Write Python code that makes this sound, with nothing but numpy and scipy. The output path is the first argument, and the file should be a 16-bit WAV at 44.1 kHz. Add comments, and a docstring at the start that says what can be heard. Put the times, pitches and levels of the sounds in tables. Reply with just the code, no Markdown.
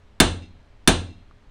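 """On a workshop floor, a hammer twice strikes a steel wedge in a sledge head, close to the microphone.
Each blow cracks as noise and rings as dying sines; a moment later the handle thuds into the floor.
The room answers with sparse decaying reflections and the loudest peaks overload the microphone input.
Small metallic rattles follow each blow, and a faint tick comes near the end.
Low rumble, hiss and faint steady tones lie under it all."""
import sys
import numpy as np
from scipy import signal
from scipy.fft import rfft, irfft
from scipy.io import wavfile
from scipy.ndimage import uniform_filter1d

SR = 44100
rng = np.random.default_rng(int(sys.argv[2]) if len(sys.argv) > 2 else 0)


def file_out(sig):
    """Save sig as 16-bit WAV at sys.argv[1]."""
    # one column per channel
    cols = np.atleast_2d(sig).T
    # limit, then scale
    lim = np.clip(cols, -1, 1)
    pcm = np.round(lim * 32767).astype(np.int16)
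    wavfile.write(sys.argv[1], SR, pcm)


def invert_db(level):
    """Linear amplitude ratio for a level in decibels (20 dB per decade), elementwise."""
    return 10 ** (np.asarray(level, dtype=float) / 20)


N = 66150


def read(points, hz):
    """Reads a table at any frequency, in straight lines over log frequency."""
    f, value = np.transpose(points)
    return np.interp(np.log(hz + 1), np.log(f + 1), value)


def evened(x):
    """Scales x to an rms of 1."""
    return x / np.sqrt(np.mean(x ** 2) + 1e-20)


def add(mix, start_s, sound):
    """Lays a sound into the mix, cut off at the end of the mix."""
    part = mix[round(start_s * SR):][:len(sound)]
    part += sound[:len(part)]


def coloured(x, points):
    """Shapes x by a spectrum."""
    hz = np.fft.rfftfreq(len(x), 1 / SR)
    return irfft(rfft(x) * invert_db(read(points, hz)), len(x))


def ring(modes):
    """One second of dying sines, all set off together."""
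    t = np.arange(SR) / SR
    return sum(invert_db(db - 60 * t / t60) * np.sin(2 * np.pi * hz * t) for hz, db, t60 in modes)


# Modes of the steel head and wedge: (frequency [Hz], level [dB], t60 [s])
STEEL_MODES = [(1627, -7, 0.033), (2797, -21, 0.07), (3142, -27.5, .1), (3570, -2.5, 0.021),
               (4118, -21, .05), (4297, -11.5, 0.038), (6300, -17.5, 0.033), (7760, -25, 0.058),
               (8830, -31, 0.31), (9620, -8, 0.049), (11140, -45, .15)]
# Faint partials that ring on: (frequency [Hz], level [dB], t60 [s])
LATE_PARTIALS = [(2105, -47, .55), (2380, -47, .55), (2713, -41, .55), (3300, -48, .8), (3709, -49, .75),
                 (4032, -47, .7), (4204, -48, .8), (5055, -51, .5), (5572, -53, .45), (8740, -45, .33),
                 (13200, -55, .24)]
WAVER_DEPTH, WAVER_SMOOTH_S, WAVER_GROW_S = 0.35, 0.012, 0.13


def steel():
    """Each mode dies away while its strength wanders at random, as if close partials beat."""
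    modes = STEEL_MODES + LATE_PARTIALS
    hop = 64  # samples between wander points
    wander = rng.standard_normal((len(modes), SR // hop + 1))
    wander = uniform_filter1d(wander, max(round(WAVER_SMOOTH_S * SR / hop), 1), axis=1)
    sample = np.arange(SR)
    depth = WAVER_DEPTH * np.minimum(sample / SR / WAVER_GROW_S, 1)
    sound = np.zeros(SR)
    for mode, w in zip(modes, wander):
        drift = np.interp(sample / hop, np.arange(len(w)), evened(w))
        sound += ring([mode]) * (1 - depth / 2 + depth * drift)
    return sound


# Spectrum of the faces meeting: (frequency [Hz], relative level [dB per Hz])
CRACK_SPECTRUM = [(500, -16.5), (1200, -3.5), (2500, -3.5), (3840, -13), (6490, -5), (9730, -8),
                  (11900, -19), (14800, -21), (17000, -42.5)]
CRACK_DB, CRACK_T60_S = -6.5, 0.04  # rms level before the decay


def crack():
    """A burst of coloured noise as the faces meet, dying exponentially."""
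    t = np.arange(SR // 8) / SR
    noise = evened(coloured(rng.standard_normal(len(t)), CRACK_SPECTRUM))
    return invert_db(CRACK_DB - 60 * t / CRACK_T60_S) * noise


# Booming of handle, floor and room: (frequency [Hz], level [dB], t60 [s])
THUD_MODES = [(38.56, -20, 0.55), (60.16, -29, .45), (77.47, -26, 0.43), (86.77, -18.5, 0.53),
              (101.8, -16, .22), (179, -10, 0.18), (221.6, -4.5, .08), (249.1, -10.5, 0.21),
              (293.3, -14, 0.16), (325, -6.5, 0.068), (372, -25, 0.29), (417, -20.5, 0.16),
              (487.5, -24, 0.26), (555, -25.5, 0.11), (657.5, -19.5, 0.19)]
THUD_RISE_S = 0.0025


def thud():
    """The floor is pushed down, so the low modes start negative and swell in briefly."""
    rise = np.minimum(np.arange(SR) / SR / THUD_RISE_S, 1)
    return -ring(THUD_MODES) * rise


# Decay of the room: (frequency [Hz], t60 [s])
ROOM_DECAY = [(40, 0.59), (90, .6), (170, 0.56), (280, 0.4), (500, .4), (1100, 0.31), (2500, 0.31),
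              (4000, 0.31), (6000, .33), (9000, 0.28), (11500, 0.1), (15000, 0.065)]
EARLY_DB, EARLY_SHARE = 1, 0.22  # early reflections: stronger, dying in this share of the t60


def room_tail():
    """Sparse taps of random sign, each band dying at its own speed; unit energy."""
    taps = np.zeros(SR)
    at = np.arange(20, SR - 8, 8)  # one tap at random in every 8 samples
    at = at + rng.integers(0, 8, len(at))
    taps[at] = rng.choice([-1., 1.], len(at))
    hz, t, bands = signal.stft(taps, SR, nperseg=256)
    fall_db = -60 * t / read(ROOM_DECAY, hz)[:, None]
    late = invert_db(fall_db)
    early = invert_db(EARLY_DB + fall_db / EARLY_SHARE)
    tail = signal.istft(bands * (late + early), SR, nperseg=256)[1][:SR]
    return tail / np.linalg.norm(tail)


# Colour of the room's answer: (frequency [Hz], relative level [dB per Hz])
ANSWER_SPECTRUM = [(24, -15), (40, -2), (90, -3), (140, -20), (250, -10), (450, -10), (800, -8),
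                   (1500, -11), (2250, -15.5), (2800, -13), (4200, -12.5), (4600, -21.5), (9000, -23),
                   (11000, -38), (16000, -42.5), (17500, -70.5)]
ANSWER_DB = 17


def room_answer(impulses, tail):
    """The room's wash: each blow's impulse sets off the coloured tail."""
    padded = np.r_[tail, np.zeros(SR // 4)]  # keeps the filter from wrapping round
    tinted = coloured(padded, ANSWER_SPECTRUM)[:SR]
    wash = signal.oaconvolve(impulses, tinted / np.linalg.norm(tinted))[:N]
    return invert_db(ANSWER_DB) * wash


def room_echo(near, low, tail):
    """The direct sounds themselves, reflected by the uncoloured room tail."""
    near_db, low_db = -15, -12
    return signal.oaconvolve(invert_db(near_db) * near + invert_db(low_db) * low, tail)[:N]


# Small metallic rattles: (time [s], relative level [dB], time to fall 20 dB [s])
RATTLE_EVENTS = [(0.39, -62, 0.037), (0.419, -48, 0.079), (1.066, -55, 0.16)]
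# Modes of the loose metal: (frequency [Hz], width [Hz], relative level [dB])
LOOSE_METAL = [(2090, 100, -6), (2360, 100, -6), (2710, 70, -1), (3710, 80, -6), (3950, 300, -3),
               (5050, 120, -9), (6130, 120, -12), (6760, 120, -13), (8400, 120, -17)]
CLICKS_PER_S, RATTLE_RISE_S = 2500, 0.0018


def rattles():
    """Clusters of tiny random clicks ring loose metal."""
    size = invert_db(2.5 * rng.exponential(1, N))
    happens = rng.random(N) < CLICKS_PER_S / SR
    clicks = size * happens * rng.choice([-1, 1], N)
    t = np.arange(N) / SR
    level = np.zeros(N)
    for start_s, db, length_s in RATTLE_EVENTS:
        rise = np.clip((t - start_s) / RATTLE_RISE_S, 0, 1)
        level += invert_db(db - 20 * np.clip(t - start_s, 0, 2) / length_s) * rise
    modes = [(hz, db, 2.2 / width) for hz, width, db in LOOSE_METAL]  # a wider mode dies sooner
    bit = ring(modes) * np.minimum(np.arange(SR) / 40, 1)  # onset over 40 samples
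    return signal.oaconvolve(clicks * level, bit / np.linalg.norm(bit) * 2)[:N]


def tick():
    """A faint tick: one very short dying sine, starting negative."""
    return -ring([(1200, -41, 0.012)])  # frequency [Hz], level [dB], t60 [s]


# Workshop background: (frequency [Hz], relative level [dB per Hz])
BACKGROUND_SPECTRUM = [(12, -28), (20, 10), (134, -6), (146, -28.5), (177, -11), (277, -13.5), (410, -20.5),
                       (558, -16.5), (738, -19.5), (2080, -25), (3530, -30), (8650, -45), (16000, -66)]
BACKGROUND_DB, PATCHY_DB = -50, 0.6  # rms level; rms drift of the patches


def background():
    """Workshop rumble and hiss: noise whose level drifts in patches of time and frequency."""
    frames, hz = N // 512 + 5, np.fft.rfftfreq(2048, 1 / SR)
    real, imaginary, patches = rng.standard_normal((frames, 1025, 3)).T
    patches = uniform_filter1d(patches, 20, 0)  # over frequency
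    patches = evened(uniform_filter1d(patches, 6, 1))  # over time
    level = invert_db(read(BACKGROUND_SPECTRUM, hz)[:, None] + PATCHY_DB * patches)
    noise = signal.istft((real + 1j * imaginary) * level, nperseg=2048, noverlap=1536)[1][:N]
    return invert_db(BACKGROUND_DB) * evened(noise)


# Faint steady tones: (frequency [Hz], level [dB])
STEADY_TONES = [(412, -68.5), (1670, -86)]


def steady_tones():
    """Sines that hold one level throughout."""
    t = np.arange(N) / SR
    return sum(invert_db(db) * np.sin(2 * np.pi * hz * t) for hz, db in STEADY_TONES)


# Hammer blows: (time [s], strength [dB])
HAMMER_BLOWS = [(0.2013, 0), (0.8754, 0)]
THUD_DELAY_S, ROOM_DELAY_S = 0.0038, 0.0037  # after each blow
TICK_S = 1.3112


def scene():
    """Sums the direct blows, the room's answer and echo, the small noises and the background."""
    near, low, impulses = np.zeros((3, N))
    for blow_s, db in HAMMER_BLOWS:
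        add(near, blow_s, invert_db(db) * steel())
        add(near, blow_s, invert_db(db) * crack())
        add(low, blow_s + THUD_DELAY_S, invert_db(db) * thud())
        add(impulses, blow_s + ROOM_DELAY_S, invert_db(np.array([db])))
    add(near, TICK_S, tick())
    tail = room_tail()
    room = room_answer(impulses, tail) + room_echo(near, low, tail)
    mix = near + low + room + rattles() + background() + steady_tones()
    return mix[None]


def roll_off(x):
    """The treble ends steeply here."""
    return signal.sosfilt(signal.butter(12, 17140, fs=SR, output="sos"), x)


def record(dry):
    """The close microphone's input overloads with a firm knee, then the top is band-limited."""
    ceiling, knee = 0.72, 5.  # ceiling as amplitude; a higher knee bends later and harder
    clipped = dry / (1 + abs(dry / ceiling) ** knee) ** (1 / knee)
    lowpass = signal.firwin(255, 16700, fs=SR)  # edge in Hz
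    limited = signal.oaconvolve(clipped, lowpass[None], "same")
    return roll_off(limited)


dry = scene()
out = record(dry)
file_out(out)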